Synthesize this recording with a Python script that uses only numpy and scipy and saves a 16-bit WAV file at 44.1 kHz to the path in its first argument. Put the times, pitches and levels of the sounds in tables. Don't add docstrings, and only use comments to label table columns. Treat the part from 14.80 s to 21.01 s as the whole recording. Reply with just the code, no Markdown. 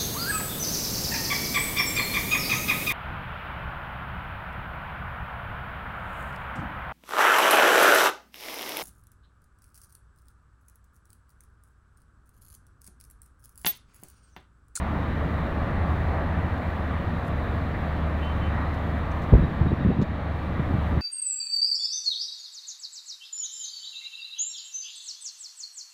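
import sys
import numpy as np
from scipy import signal
from scipy.fft import rfft, irfft, next_fast_len
from scipy.io import wavfile
from scipy.ndimage import uniform_filter1d

SR = 44100
rng = np.random.default_rng(int(sys.argv[2]) if len(sys.argv) > 2 else 0)


def to_wav(sig):
    pcm = np.clip(np.atleast_2d(sig), -1, 1) * 32767
    pcm = np.round(pcm).astype(np.int16)
    wavfile.write(sys.argv[1], SR, pcm.T)


N = 273861
TIME = np.arange(N) / SR

# frequency in Hz, relative density in dB per Hz.
ROAR_SPECTRUM = [(15, -33.5), (26, -13), (38, -1), (50, 2), (66, -1), (92, 0.5), (120, -2), (200, -3.5),
                 (245, -5.5), (295, -6.5), (400, -15.5), (650, -10.5), (950, -14.5), (1200, -14.5),
                 (1450, -19), (1900, -18), (2200, -26), (2500, -29)]
# frequency in Hz, relative density in dB per Hz.
ROAR_TREBLE = [(3200, -34.5), (3850, -35), (4400, -42.5), (5000, -51.5), (7000, -60), (16000, -74)]
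ROAR_DB = -29
# frequency in Hz, share of the tyre level (0 to 1).
TYRE_SHARE = [(100, 0.29), (350, 1), (700, 0.78), (1800, 1), (3000, 0)]
TYRE_START_DB, TYRE_EBB_DB_PER_S = 0.75, 0.45
# time of the top in seconds, lift in dB, centre in Hz,
# width in octaves (centre to 1/e of the lift).
TYRE_SWELLS = [(1.364, 6.2, 717, 0.83), (3.79, 2.7, 1050, 1.9)]
SWELL_WIDTH_S = 0.071

# frequency in Hz, level in dB rms before the dip, rms drift in Hz.
PLANT_TONES = [(158.9, -41, 0.38), (470.4, -53, 1.5), (558.7, -52, 5), (957, -59.5, 1.6),
               (1166, -51.5, 10.7), (2340, -60, 16.76)]
DRONE_HZ, DRONE_DB = 74.9, -31
# time in seconds, firing rate in Hz, level in dB rms before the dip.
LORRY_COURSE = [(0, 82, -43), (0.901, 84.5, -35), (1.6, 89.5, -36), (2.4, 93.83, -34.5), (3.3, 98, -38),
                (6.2, 100, -37)]
LORRY_OCTAVE_DB = -10

# frequency in Hz, relative density in dB per Hz.
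HISS_SPECTRUM = [(1000, 2), (6000, 4.4), (11000, 0.5), (15500, 4)]
HISS_DB = -67

# start in seconds, level in dB rms, length in seconds,
# pitch in Hz, sharpness Q (no unit).
FINGER_SCRAPES = [(1.77, -71, .03, 5500, 1.5), (2.443, -65, 0.051, 7900, 1.4), (3.443, -68, .02, 5800, 1.6),
                  (3.935, -65, .025, 4780, 2), (4.31, -62, .016, 6000, 6.6),
                  (4.416, -64.5, .018, 6000, 2.66), (4.43, -67, 0.022, 5700, 3)]

# start in seconds, length in seconds, level in dB rms
# before the note's own level, change of level in dB per second.
BRAKE_SQUEALS = [(3.415, 0.12, -48.5, -50), (3.607, 0.087, -51.5, 30)]
# frequency in Hz, level in dB relative to the squeal.
BRAKE_NOTES = [(3066, -0.5), (2762, -5.5)]

# start in seconds, peak in dB before the common trim
# and the skin's low-pass, pitch in Hz.
HAND_KNOCKS = [(4.518, -15, 111), (4.526, -11, 200), (4.5299, -3, 78.5), (4.5335, -14, 246),
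               (4.5367, -9, 423), (4.5378, -18, 800), (4.546, -4.5, 60), (4.553, -15, 380),
               (4.58, -11, 150), (4.594, -15, 175), (4.605, -16, 55), (4.6225, -19.5, 320),
               (4.635, -16, 142), (4.647, -18, 110), (4.8097, -8.5, 109), (4.8235, -20, 129.7),
               (4.849, -18, 136), (4.859, -18.5, 260), (4.866, -14.5, 130), (4.9065, -18, 149),
               (4.9174, -14.5, 334), (4.9274, -12, 120), (4.934, -15, 243), (5.005, -16, 151),
               (5.048, -11, 167), (5.058, -9.5, 174), (5.064, -18.5, 302), (5.072, -13, 90),
               (5.0875, -12.5, 183), (5.099, -14.5, 170), (5.104, -17.5, 380), (5.114, -19, 310),
               (5.167, -19, 182), (5.188, -10, 125), (5.199, -14.5, 201), (5.2145, -17, 360),
               (5.221, -13, 192), (5.794, -13.5, 203), (5.7987, -14.5, 130.2), (5.861, -24, 160),
               (5.908, -16.5, 228), (5.938, -12.5, 89), (5.95, -19.5, 250), (5.983, -17.5, 130),
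               (6.125, -19, 70), (6.173, -14.5, 159.2)]
RING_CYCLES = 3.84
OVERTONE_RATIO, OVERTONE_DB = 1.92, -16.5
SKIN_HZ = 1300

# start in seconds, length in seconds, level in dB rms at full pressure.
GRIP_RUBS = [(4.519, 0.031, -19.5), (4.566, 0.15, -30), (4.786, 0.079, -29.5), (4.977, 0.041, -28.5),
             (5.053, 0.068, -29), (5.182, 0.054, -32), (5.886, 0.087, -32), (6.109, 0.13, -33)]
RUB_ATTACK_S, RUB_RELEASE_S = 0.006, 0.018
# frequency in Hz, relative density in dB per Hz.
CASE_SPECTRUM = [(20, -9), (55, -3), (170, 4.5), (330, -3), (550, -24.5), (1000, -38.5), (8000, -100)]

DIP_AT_S, DIP_DB, SINK_DB_PER_S, RETURN_DB_PER_S = 5.31, -8, 11, 19

# start in seconds, length in seconds, level in dB rms.
WHEEL_CHIRPS = [(4.6, 0.08, -61), (4.866, 0.058, -56.5), (4.995, 0.045, -62), (5.1, .07, -62.5)]
CHIRP_HZ, CHIRP_WIDTH_HZ = 3810, 35

# start in seconds, gain in dB of ring and snap together.
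CREAK_CLICKS = [(5.215, -45), (5.2215, -43.5), (5.2272, -44.5)]
# frequency in Hz, starting level in dB relative to the click,
# time to fall by 60 dB in seconds.
CREAK_MODES = [(3650, -2, 0.025), (4050, -6, 0.025), (5330, -6.5, .026), (6220, -13, 0.028),
               (7000, -11, 0.028)]
# frequency in Hz, relative density in dB per Hz.
SNAP_SPECTRUM = [(1500, -4), (3700, 12), (7000, -2), (9000, -10), (15000, -16)]
SNAP_DB, SNAP_T60_S, CLICK_RISE_S = -3, 0.032, 0.00094

EDGE_HZ = 15800


def gain_of(db):
    return 10 ** (np.asarray(db) / 20)


def evened(x):
    return x / np.sqrt(np.mean(x ** 2) + 1e-20)


def read(points, hz):
    f, value = np.transpose(points)
    return np.interp(np.log(hz + 1), np.log(f + 1), value)


def add(mix, s, sound):
    part = mix[round(s * SR):][:len(sound)]
    part += sound[:len(part)]


def noise(colour):
    size = next_fast_len(N)
    spectrum = rfft(rng.standard_normal(size))
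    shape = gain_of(read(colour, np.fft.rfftfreq(size, 1 / SR)))
    return evened(irfft(spectrum * shape, size)[:N])


def wander(rate, t):
    knots = np.linspace(0, N / SR, num=2048)
    f = rate * np.geomspace(1 / 20, 1, num=24)[:, None]
    waves = np.sin(2 * np.pi * (f * knots + rng.random(f.shape))) / np.sqrt(f)
    return np.interp(t, knots, evened(waves.sum(0)))


def roar(patchy_db=1.0, flutter_db=0.39):
    hz, t, z = signal.stft(rng.standard_normal(N), SR, nperseg=1024, noverlap=768)
    patches = uniform_filter1d(rng.standard_normal(z.shape), size=9, axis=0)
    patches = evened(uniform_filter1d(patches, size=20, axis=1))
    tyres_db = TYRE_START_DB - TYRE_EBB_DB_PER_S * t + flutter_db * wander(5.3, t)
    traffic_db = read(TYRE_SHARE, hz)[:, None] * tyres_db
    z = z * gain_of(read(ROAR_SPECTRUM + ROAR_TREBLE, hz))[:, None]
    z = z * gain_of(patchy_db * patches + traffic_db + swells(hz, t))
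    sound = signal.istft(z, nperseg=1024, noverlap=768)[1][:N]
    return gain_of(ROAR_DB) * evened(sound)


def hum(fading_db=0.9):
    out = np.zeros(N)
    for hz, db, drift in PLANT_TONES:
        turns = np.cumsum(hz + drift * wander(14, TIME)) / SR
        fading = gain_of(fading_db * wander(1.2, TIME))
        out += gain_of(db) * evened(fading * np.sin(2 * np.pi * turns))
    return out


def drone(drift_hz=0.2, swell_db=1.8):
    turns = np.cumsum(DRONE_HZ + drift_hz * wander(4.88, TIME)) / SR
    swell = gain_of(swell_db * wander(6.2, TIME))
    return gain_of(DRONE_DB) * evened(swell * np.sin(2 * np.pi * turns))


def lorry(drift_hz=0.58, fading_db=3.0):
    s, hz, db = np.transpose(LORRY_COURSE)
    turns = np.cumsum(np.interp(TIME, s, hz) + drift_hz * wander(8, TIME)) / SR
    note = np.sin(2 * np.pi * turns) + gain_of(LORRY_OCTAVE_DB) * np.sin(2 * np.pi * 2 * turns)
    fading = gain_of(fading_db * wander(4.6, TIME))
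    return gain_of(np.interp(TIME, s, db)) * evened(fading * note)


def hiss(dip_db, flicker_db=0.8):
    return gain_of(HISS_DB + dip_db + flicker_db * wander(25, TIME)) * noise(HISS_SPECTRUM)


def swells(hz, t):
    lift_db = 0
    for s, db, centre, octaves in TYRE_SWELLS:
        in_time = ((t - s) / SWELL_WIDTH_S) ** 2
        in_pitch = (np.log2((hz[:, None] + 1) / centre) / octaves) ** 2
        lift_db = lift_db + db * np.exp(-in_time - in_pitch)
    return lift_db


def scrapes(grit_db=3.0, ribs_db=1.3):
    out, f = np.zeros(N), np.geomspace(100, SR / 2, num=600)
    for s, db, length, hz, q in FINGER_SCRAPES:
        t = s + np.arange(int(length * SR)) / SR
        pressure = signal.windows.tukey(len(t), 0.5) * gain_of(grit_db * wander(250, t))
        ribs = evened(uniform_filter1d(rng.standard_normal(len(f)), size=3))
        resonance_db = -10 * np.log10(1 + (q * (f / hz - hz / f)) ** 2)
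        colour = np.column_stack([f, ribs_db * ribs + resonance_db])
        add(out, s, gain_of(db) * evened(pressure * noise(colour)[:len(t)]))
    return out


def sing(hz, length, change, waver=0.0042, flutter_db=2.0):
    t = np.arange(int(length * SR)) / SR
    level = signal.windows.tukey(len(t), 0.35) * gain_of(flutter_db * wander(40, t) + change * t)
    turns = np.cumsum(hz * (1 + waver * wander(110, t))) / SR
    return evened(level * np.sin(2 * np.pi * turns))


def squeals():
    out = np.zeros(N)
    for s, length, db, change in BRAKE_SQUEALS:
        for hz, note_db in BRAKE_NOTES:
            add(out, s, gain_of(db + note_db) * sing(hz, length, change))
    return out


def knocks(rise_cycles=0.39, trim_db=-1.1):
    out, t = np.zeros(N), np.arange(SR // 4) / SR
    for s, db, hz in HAND_KNOCKS:
        cycles = t * hz
        push = (1 - np.exp(-(cycles / rise_cycles) ** 2)) * gain_of(-60 * cycles / RING_CYCLES)
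        overtone = gain_of(OVERTONE_DB) * np.sin(2 * np.pi * OVERTONE_RATIO * cycles)
        swing = push * (np.sin(2 * np.pi * cycles) + overtone)
        add(out, s, gain_of(trim_db + db) * swing / abs(swing).max())
    return signal.sosfilt(signal.butter(2, SKIN_HZ, fs=SR, output="sos"), out)


def grip(lumpy_db=3.0):
    out, t = np.zeros(N), np.arange(SR // 2) / SR
    for s, length, db in GRIP_RUBS:
        release = np.exp(-np.maximum(t - length, 0) / RUB_RELEASE_S)
        pressure = np.minimum(t / RUB_ATTACK_S, 1) * release
        rumble = noise(CASE_SPECTRUM)[:len(t)] * gain_of(lumpy_db * wander(70, s + t))
        rumble = rumble / np.std(rumble[t < length + RUB_RELEASE_S])
        add(out, s, gain_of(db) * pressure * rumble)
    return out


def dip(t):
    sinking = SINK_DB_PER_S * (DIP_AT_S - t)
    returning = RETURN_DB_PER_S * (t - DIP_AT_S)
    return np.minimum(DIP_DB + np.maximum(sinking, returning), 0)


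def chirps():
    out, f = np.zeros(N), np.fft.rfftfreq(SR, 1 / SR)
    for s, length, db in WHEEL_CHIRPS:
        size = int(length * SR)
        band = irfft(rfft(rng.standard_normal(SR)) / (1 + ((f - CHIRP_HZ) / CHIRP_WIDTH_HZ) ** 2))
        add(out, s, gain_of(db) * evened(signal.windows.tukey(size, 0.5) * band[:size]))
    return out


def creak():
    out, t = np.zeros(N), np.arange(SR // 10) / SR
    for s, db in CREAK_CLICKS:
        ring = np.zeros(len(t))
        for hz, mode_db, t60 in CREAK_MODES:
            ring += gain_of(mode_db - 60 * t / t60) * np.sin(2 * np.pi * hz * t)
        snap = gain_of(SNAP_DB - 60 * t / SNAP_T60_S) * noise(SNAP_SPECTRUM)[:len(t)]
        add(out, s, gain_of(db) * np.minimum(t / CLICK_RISE_S, 1) * (ring + snap))
    return out


def scene(dip_share=0.26):
    dip_db = dip(TIME)
    background = (roar() + hum() + drone() + lorry()) * gain_of(dip_share * dip_db)
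    yard = squeals() + chirps()
    hand = scrapes() + knocks() + grip() + creak()
    return (background + yard + hiss(dip_db) + hand)[None]


def record(dry):
    low_pass = signal.firwin(511, EDGE_HZ, window=("kaiser", 9), fs=SR)
    return signal.oaconvolve(dry, low_pass[None], "same")


dry = scene()
out = record(dry)
to_wav(out)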